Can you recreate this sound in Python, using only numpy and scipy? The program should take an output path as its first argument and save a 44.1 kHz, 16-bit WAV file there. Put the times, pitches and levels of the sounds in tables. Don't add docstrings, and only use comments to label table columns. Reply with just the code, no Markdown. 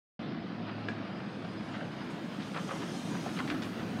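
import sys
import numpy as np
from scipy import signal
from scipy.fft import rfft, irfft, next_fast_len
from scipy.io import wavfile
from scipy.ndimage import uniform_filter1d, map_coordinates

SR = 44100
rng = np.random.default_rng(int(sys.argv[2]) if len(sys.argv) > 2 else 0)


def generate_wav(sig):
    pcm = np.round(np.clip(np.atleast_2d(sig).T, -1, 1) * 32767).astype(np.int16)
    wavfile.write(sys.argv[1], SR, pcm)


N = 176400

# time in seconds, level in dB.
RUMBLE_DB = [(.2, -39), (.6, -41), (1.1, -41), (2.3, -41.5), (2.85, -41), (3.05, -37.5), (3.3, -39),
             (3.7, -38.5), (4, -36)]
TRACK_DB = [(.2, -46), (.27, -45), (.36, -47), (1.0, -46), (1.5, -47.5), (1.8, -45.5), (2.4, -46.5),
            (2.75, -45.5), (3.4, -46), (4, -45)]
COMB_DB = [(.2, -76), (.35, -78.5), (.5, -75.5), (1.1, -72), (1.6, -66), (2.0, -66), (2.35, -62),
           (2.5, -58.5), (2.68, -53.5), (2.85, -53), (3.08, -52), (3.38, -53.5), (3.58, -58.5),
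           (3.85, -60.5), (4, -58)]
SIZZLE_DB = [(.2, -105), (1.2, -100), (1.7, -94), (2.2, -79), (2.7, -79), (3.2, -73), (3.65, -70),
             (4, -73.5)]
HUM_DB = [(.2, -62), (.36, -65), (.43, -57), (.5, -58), (.58, -50), (.7, -47), (1.03, -47), (1.17, -64),
          (1.5, -52), (1.88, -54.5), (2.05, -66.5), (2.9, -57.5), (3.2, -55), (4, -53)]
SQUEAK_DB = [(.2, -75.5), (1.6, -71.5), (2.4, -70), (4, -74)]
# frequency in Hz, relative density in dB.
RUMBLE_SPECTRUM = [(20, -45), (45, -46), (72, -17.5), (88, -19), (120, -7.5), (170, 1), (200, 1), (280, -4),
                   (335, -3.5), (390, -16), (600, -21), (1500, -72)]
TRACK_SPECTRUM = [(150, -23), (400, 3), (560, 1), (700, 1.5), (900, -3), (1300, -2.5), (1650, -4.5),
                  (2000, -8.5), (3000, -10.5), (4300, -16.5), (5100, -20.5), (5900, -31.5), (7200, -58),
                  (9500, -68), (12000, -61), (15000, -84)]
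CLACK_SPECTRUM = [(100, -27), (500, 5.5), (1200, 7.5), (1900, 1), (3000, -1.5), (5000, -6.5), (7000, -20),
                  (15000, -32)]
COMB_SPECTRUM = [(1000, -19), (3000, 9), (4500, 4), (5700, 4), (6500, 3), (7400, -2), (8500, -2),
                 (10000, -5.5), (12000, -16.5), (15800, -34)]
SIZZLE_SPECTRUM = [(7000, -38), (10000, -2.5), (12000, 3.5), (15800, 0)]
# start in seconds, level in dB, centre in Hz.
TRUSS_BUMPS = [(.365, -32, 236.5), (.574, -33, 231), (.655, -38, 196), (.845, -33.5, 280), (.897, -32, 216),
               (1.203, -36, 208), (1.376, -33.5, 247), (1.59, -29, 212.5), (1.76, -29.5, 205),
               (1.867, -36, 213), (2.056, -35, 248), (2.238, -30, 217), (2.378, -32, 199), (2.51, -33, 189),
               (2.595, -31, 188), (2.79, -31.5, 278), (2.905, -33, 189), (3.105, -26.5, 204),
               (3.17, -30.5, 164.6), (3.296, -30, 218.5), (3.594, -34, 221), (3.836, -32, 243),
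               (3.937, -30.5, 203)]
# ratio to the centre, relative level in dB.
TRUSS_MODES = [(1.001, 1), (1.43, -8.5)]
# time in seconds, level in dB, rise and T60 in seconds, centre in Hz.
STEP_CLACKS = [(.695, -41.5, .017, .12, 1260), (1.205, -45, .0046, .06, 1270),
               (1.745, -43, 0.012, .19, 2030), (1.811, -43, .0023, .06, 1660),
               (2.012, -43.5, .0045, .12, 1400), (2.42, -47, .013, 0.16, 3400),
               (2.549, -43, .008, 0.14, 1900), (2.563, -34, .0008, 0.056, 1330),
               (2.573, -37.5, .0008, .05, 1910), (2.581, -41, .0008, .12, 1250),
               (2.695, -42.5, 0.014, 0.12, 1400), (2.709, -33.5, .001, .05, 1260),
               (2.716, -38, .0008, 0.076, 1160), (2.737, -46, .002, 0.087, 1100),
               (2.757, -43, .003, .15, 750), (2.822, -41, 0.0034, .07, 1700), (2.831, -42, .001, .07, 1260),
               (3.155, -42.5, .015, 0.15, 1120), (3.262, -39.5, .001, 0.076, 1470),
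               (3.289, -41, .001, 0.055, 1500), (3.365, -42.5, .003, 0.19, 2960),
               (3.373, -41.5, .001, .12, 1400), (3.3895, -32, .0006, 0.041, 2054),
               (3.397, -39, .0008, 0.051, 1310), (3.404, -36, .0006, 0.036, 1400),
               (3.413, -41, .0008, .04, 1140), (3.478, -38.5, .001, 0.1, 2290),
               (3.488, -42, 0.0022, 0.097, 1300), (3.502, -35.5, .004, 0.079, 2340),
               (3.511, -40, .001, 0.079, 2020), (3.523, -40.5, .001, .07, 1510),
               (3.549, -41.5, .004, 0.12, 1320), (3.622, -43, .002, .17, 3440),
               (3.646, -48, .002, .07, 2380), (3.795, -42.5, .003, .14, 1220)]
# time in seconds, level in dB, T60 in seconds, centre in Hz.
PLATE_KNOCKS = [(.888, -42, 0.18, 274), (2.711, -36, 0.18, 541), (2.562, -37, .07, 1330),
                (3.262, -29.5, 0.067, 719), (3.269, -33.5, 0.04, 450), (3.392, -35.5, .09, 1062),
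                (3.400, -32.5, 0.22, 249), (3.512, -38, 0.13, 702)]
# start in seconds, level in dB.
PLATE_THUDS = [(3.511, -23), (3.5246, -18), (3.5408, -18), (3.560, -22)]
# frequency in Hz, relative level in dB, T60 in seconds.
METAL_MODES = [(1410, -8, .03), (1650, 3, 0.034), (2360, -11, .05), (2702, -9.5, .025), (3467, -11, .025),
               (4880, -19, .018)]
# frequency in Hz, level against the hiss in dB.
COMB_RINGS = [(5889, -18), (6302, -18.5), (6473, -28), (6637, -17), (8082, -22), (8479, -28)]
# time in seconds, level in dB, T60 in seconds, centre in Hz.
COMB_BRUSHES = [(.888, -64, .22, 5800), (2.105, -63, .2, 7000), (3.625, -58, .2, 6500),
                (3.657, -66, .09, 11000)]


def truss(rise_s=.009, t60_s=.16):
    rumble = coloured(noise(), RUMBLE_SPECTRUM)
    bumps = sum(amp(db + mode_db) * ring(at_s, hz * ratio, rise_s, t60_s)
                for at_s, db, hz in TRUSS_BUMPS for ratio, mode_db in TRUSS_MODES)
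    return level(RUMBLE_DB) * rumble + bumps


def step_clacks(chatter_db=2.5, ring_db=-1.5):
    chatter = coloured(noise() * amp(chatter_db * wobble(300)), CLACK_SPECTRUM)
    out = np.zeros(N)
    for at_s, db, rise_s, t60_s, hz in STEP_CLACKS:
        rattle = burst(at_s, rise_s, t60_s) * band(np.roll(chatter, rng.integers(N)), hz, octaves=1)
        out += amp(db) * (rattle + amp(ring_db) * ring(at_s, hz, rise_s=.00082, t60_s=.05))
    return out


def landing_plate(knock_rise_s=.001, buzz_db=-8, thud_hz=267):
    knocks = np.zeros(N)
    for at_s, db, t60_s, hz in PLATE_KNOCKS:
        buzz = burst(at_s, knock_rise_s, t60_s) * band(noise(), hz, octaves=.26)
        knocks += amp(db) * (ring(at_s, hz, knock_rise_s, t60_s) + amp(buzz_db) * buzz)
    thuds = sum(amp(db) * ring(at_s, thud_hz, rise_s=.0026, t60_s=.041) for at_s, db in PLATE_THUDS)
    return knocks + thuds


def metal_click(at_s=.8852, gain_db=-27.5, crack_db=-11.5):
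    modes = sum(amp(db) * ring(at_s, hz, rise_s=.00032, t60_s=t60_s) for hz, db, t60_s in METAL_MODES)
    crack = burst(at_s, rise_s=.00034, t60_s=.053) * coloured(noise(), TRACK_SPECTRUM)
    return amp(gain_db) * (modes + amp(crack_db) * crack)


def step_wheels(taps_per_s=170, rattle_db=-9):
    roll = coloured(patchy_noise(spread_db=2), TRACK_SPECTRUM) * amp(.39 * wobble(15))
    taps = (rng.random(N) < taps_per_s / SR) * amp(-rng.uniform(-1.1, 1, N))
    shake = signal.fftconvolve(taps, burst(0, rise_s=.001, t60_s=.034))[:N]
    rattle = coloured(shake * noise(), TRACK_SPECTRUM)
    return level(TRACK_DB) * (roll + amp(rattle_db) * rattle)


def comb_plate(waver_db=.7, brush_rise_s=.005):
    grain, rub = patchy_noise(spread_db=2.7), patchy_noise(spread_db=2.7)
    hiss = coloured(grain, COMB_SPECTRUM) * amp(waver_db * wobble(22.05))
    rings = sum(amp(db) * band(noise(), hz, octaves=.006) for hz, db in COMB_RINGS)
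    sizzle = coloured(grain, SIZZLE_SPECTRUM)
    brushes = sum(amp(db) * burst(at_s, brush_rise_s, t60_s) * band(rub, hz, octaves=.38)
                  for at_s, db, t60_s, hz in COMB_BRUSHES)
    return level(COMB_DB) * (hiss + rings) + level(SIZZLE_DB) * sizzle + brushes


def drive_hum(hum_hz=107.8, drift_rad=.49, waver_db=1.8):
    tone = np.sin(2 * np.pi * hum_hz * time_s() + drift_rad * wobble(7))
    return level(HUM_DB) * unit_rms(tone * amp(waver_db * wobble(16)))


def step_squeak(centre_hz=4960, waver_hz=110, first_s=.36, period_s=.413, swing_db=5.5, flicker_db=3.4):
    passing = np.cos(2 * np.pi * (time_s() - first_s) / period_s)
    shift_rad = 2 * np.pi * np.cumsum(waver_hz * wobble(14)) / SR
    whistle = band(noise(), centre_hz, octaves=.022)
    squeak = (signal.hilbert(whistle) * np.exp(1j * shift_rad)).real
    return level(SQUEAK_DB) * squeak * amp(swing_db * passing + flicker_db * wobble(45))


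def hall(x):
    tail = noise() * burst(.011, rise_s=.0055, t60_s=.66)
    return signal.fftconvolve(x, tail / np.linalg.norm(tail))[:N]


def amp(db):
    return 10 ** (np.asarray(db) / 20)


def unit_rms(x):
    return x / np.sqrt(np.mean(x ** 2) + 1e-20)


def time_s():
    return np.arange(N) / SR


def noise():
    return rng.standard_normal(N)


def level(rows):
    return amp(np.interp(time_s(), *np.transpose(rows)))


def wobble(knots_per_s):
    return map_coordinates(rng.standard_normal(2048), [time_s() * knots_per_s], mode="wrap")


def filtered(x, response):
    size = next_fast_len(N + SR // 2)
    return irfft(rfft(x, size) * response(np.fft.rfftfreq(size, 1 / SR)), size)[:N]


def coloured(x, spectrum):
    knots_hz, db = np.transpose(spectrum)
    return unit_rms(filtered(x, lambda hz: amp(np.interp(np.log(hz + 1), np.log(knots_hz + 1), db))))


def band(x, centre_hz, octaves):
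    return unit_rms(filtered(x, lambda hz: np.exp(-.5 * (np.log2((hz + 1) / centre_hz) / octaves) ** 2)))


def patchy_noise(spread_db):
    frames = signal.stft(noise(), nperseg=1024)[2]
    patches = uniform_filter1d(rng.standard_normal(frames.shape), size=4, axis=0)
    patches = unit_rms(uniform_filter1d(patches, size=7, axis=1))
    return signal.istft(frames * amp(spread_db * patches), nperseg=1024)[1][:N]


def burst(peak_s, rise_s, t60_s):
    age_s = time_s() - peak_s
    return np.exp(np.minimum(age_s, 0) / rise_s - np.log(1000) * np.maximum(age_s, 0) / t60_s)


def ring(start_s, hz, rise_s, t60_s):
    age_s = np.maximum(time_s() - start_s, 0)
    attack = 1 - np.exp(-(age_s / rise_s) ** 2)
    return np.sin(2 * np.pi * hz * age_s) * np.exp(-np.log(1000) * age_s / t60_s) * attack


def scene(hits_send_db=-11, click_send_db=-7):
    hits, click = step_clacks() + landing_plate(), metal_click()
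    echo = hall(amp(hits_send_db) * hits + amp(click_send_db) * click)
    running = truss() + drive_hum() + step_wheels() + step_squeak() + comb_plate()
    return (running + hits + click + echo)[None]


def record(dry, start_s=.192, fade_s=.0015, top_hz=15800):
    gate = np.clip((time_s() - start_s) / fade_s, 0, 1)
    return filtered(dry[0] * gate, lambda hz: hz < top_hz)[None]


dry = scene()
out = record(dry)
generate_wav(out)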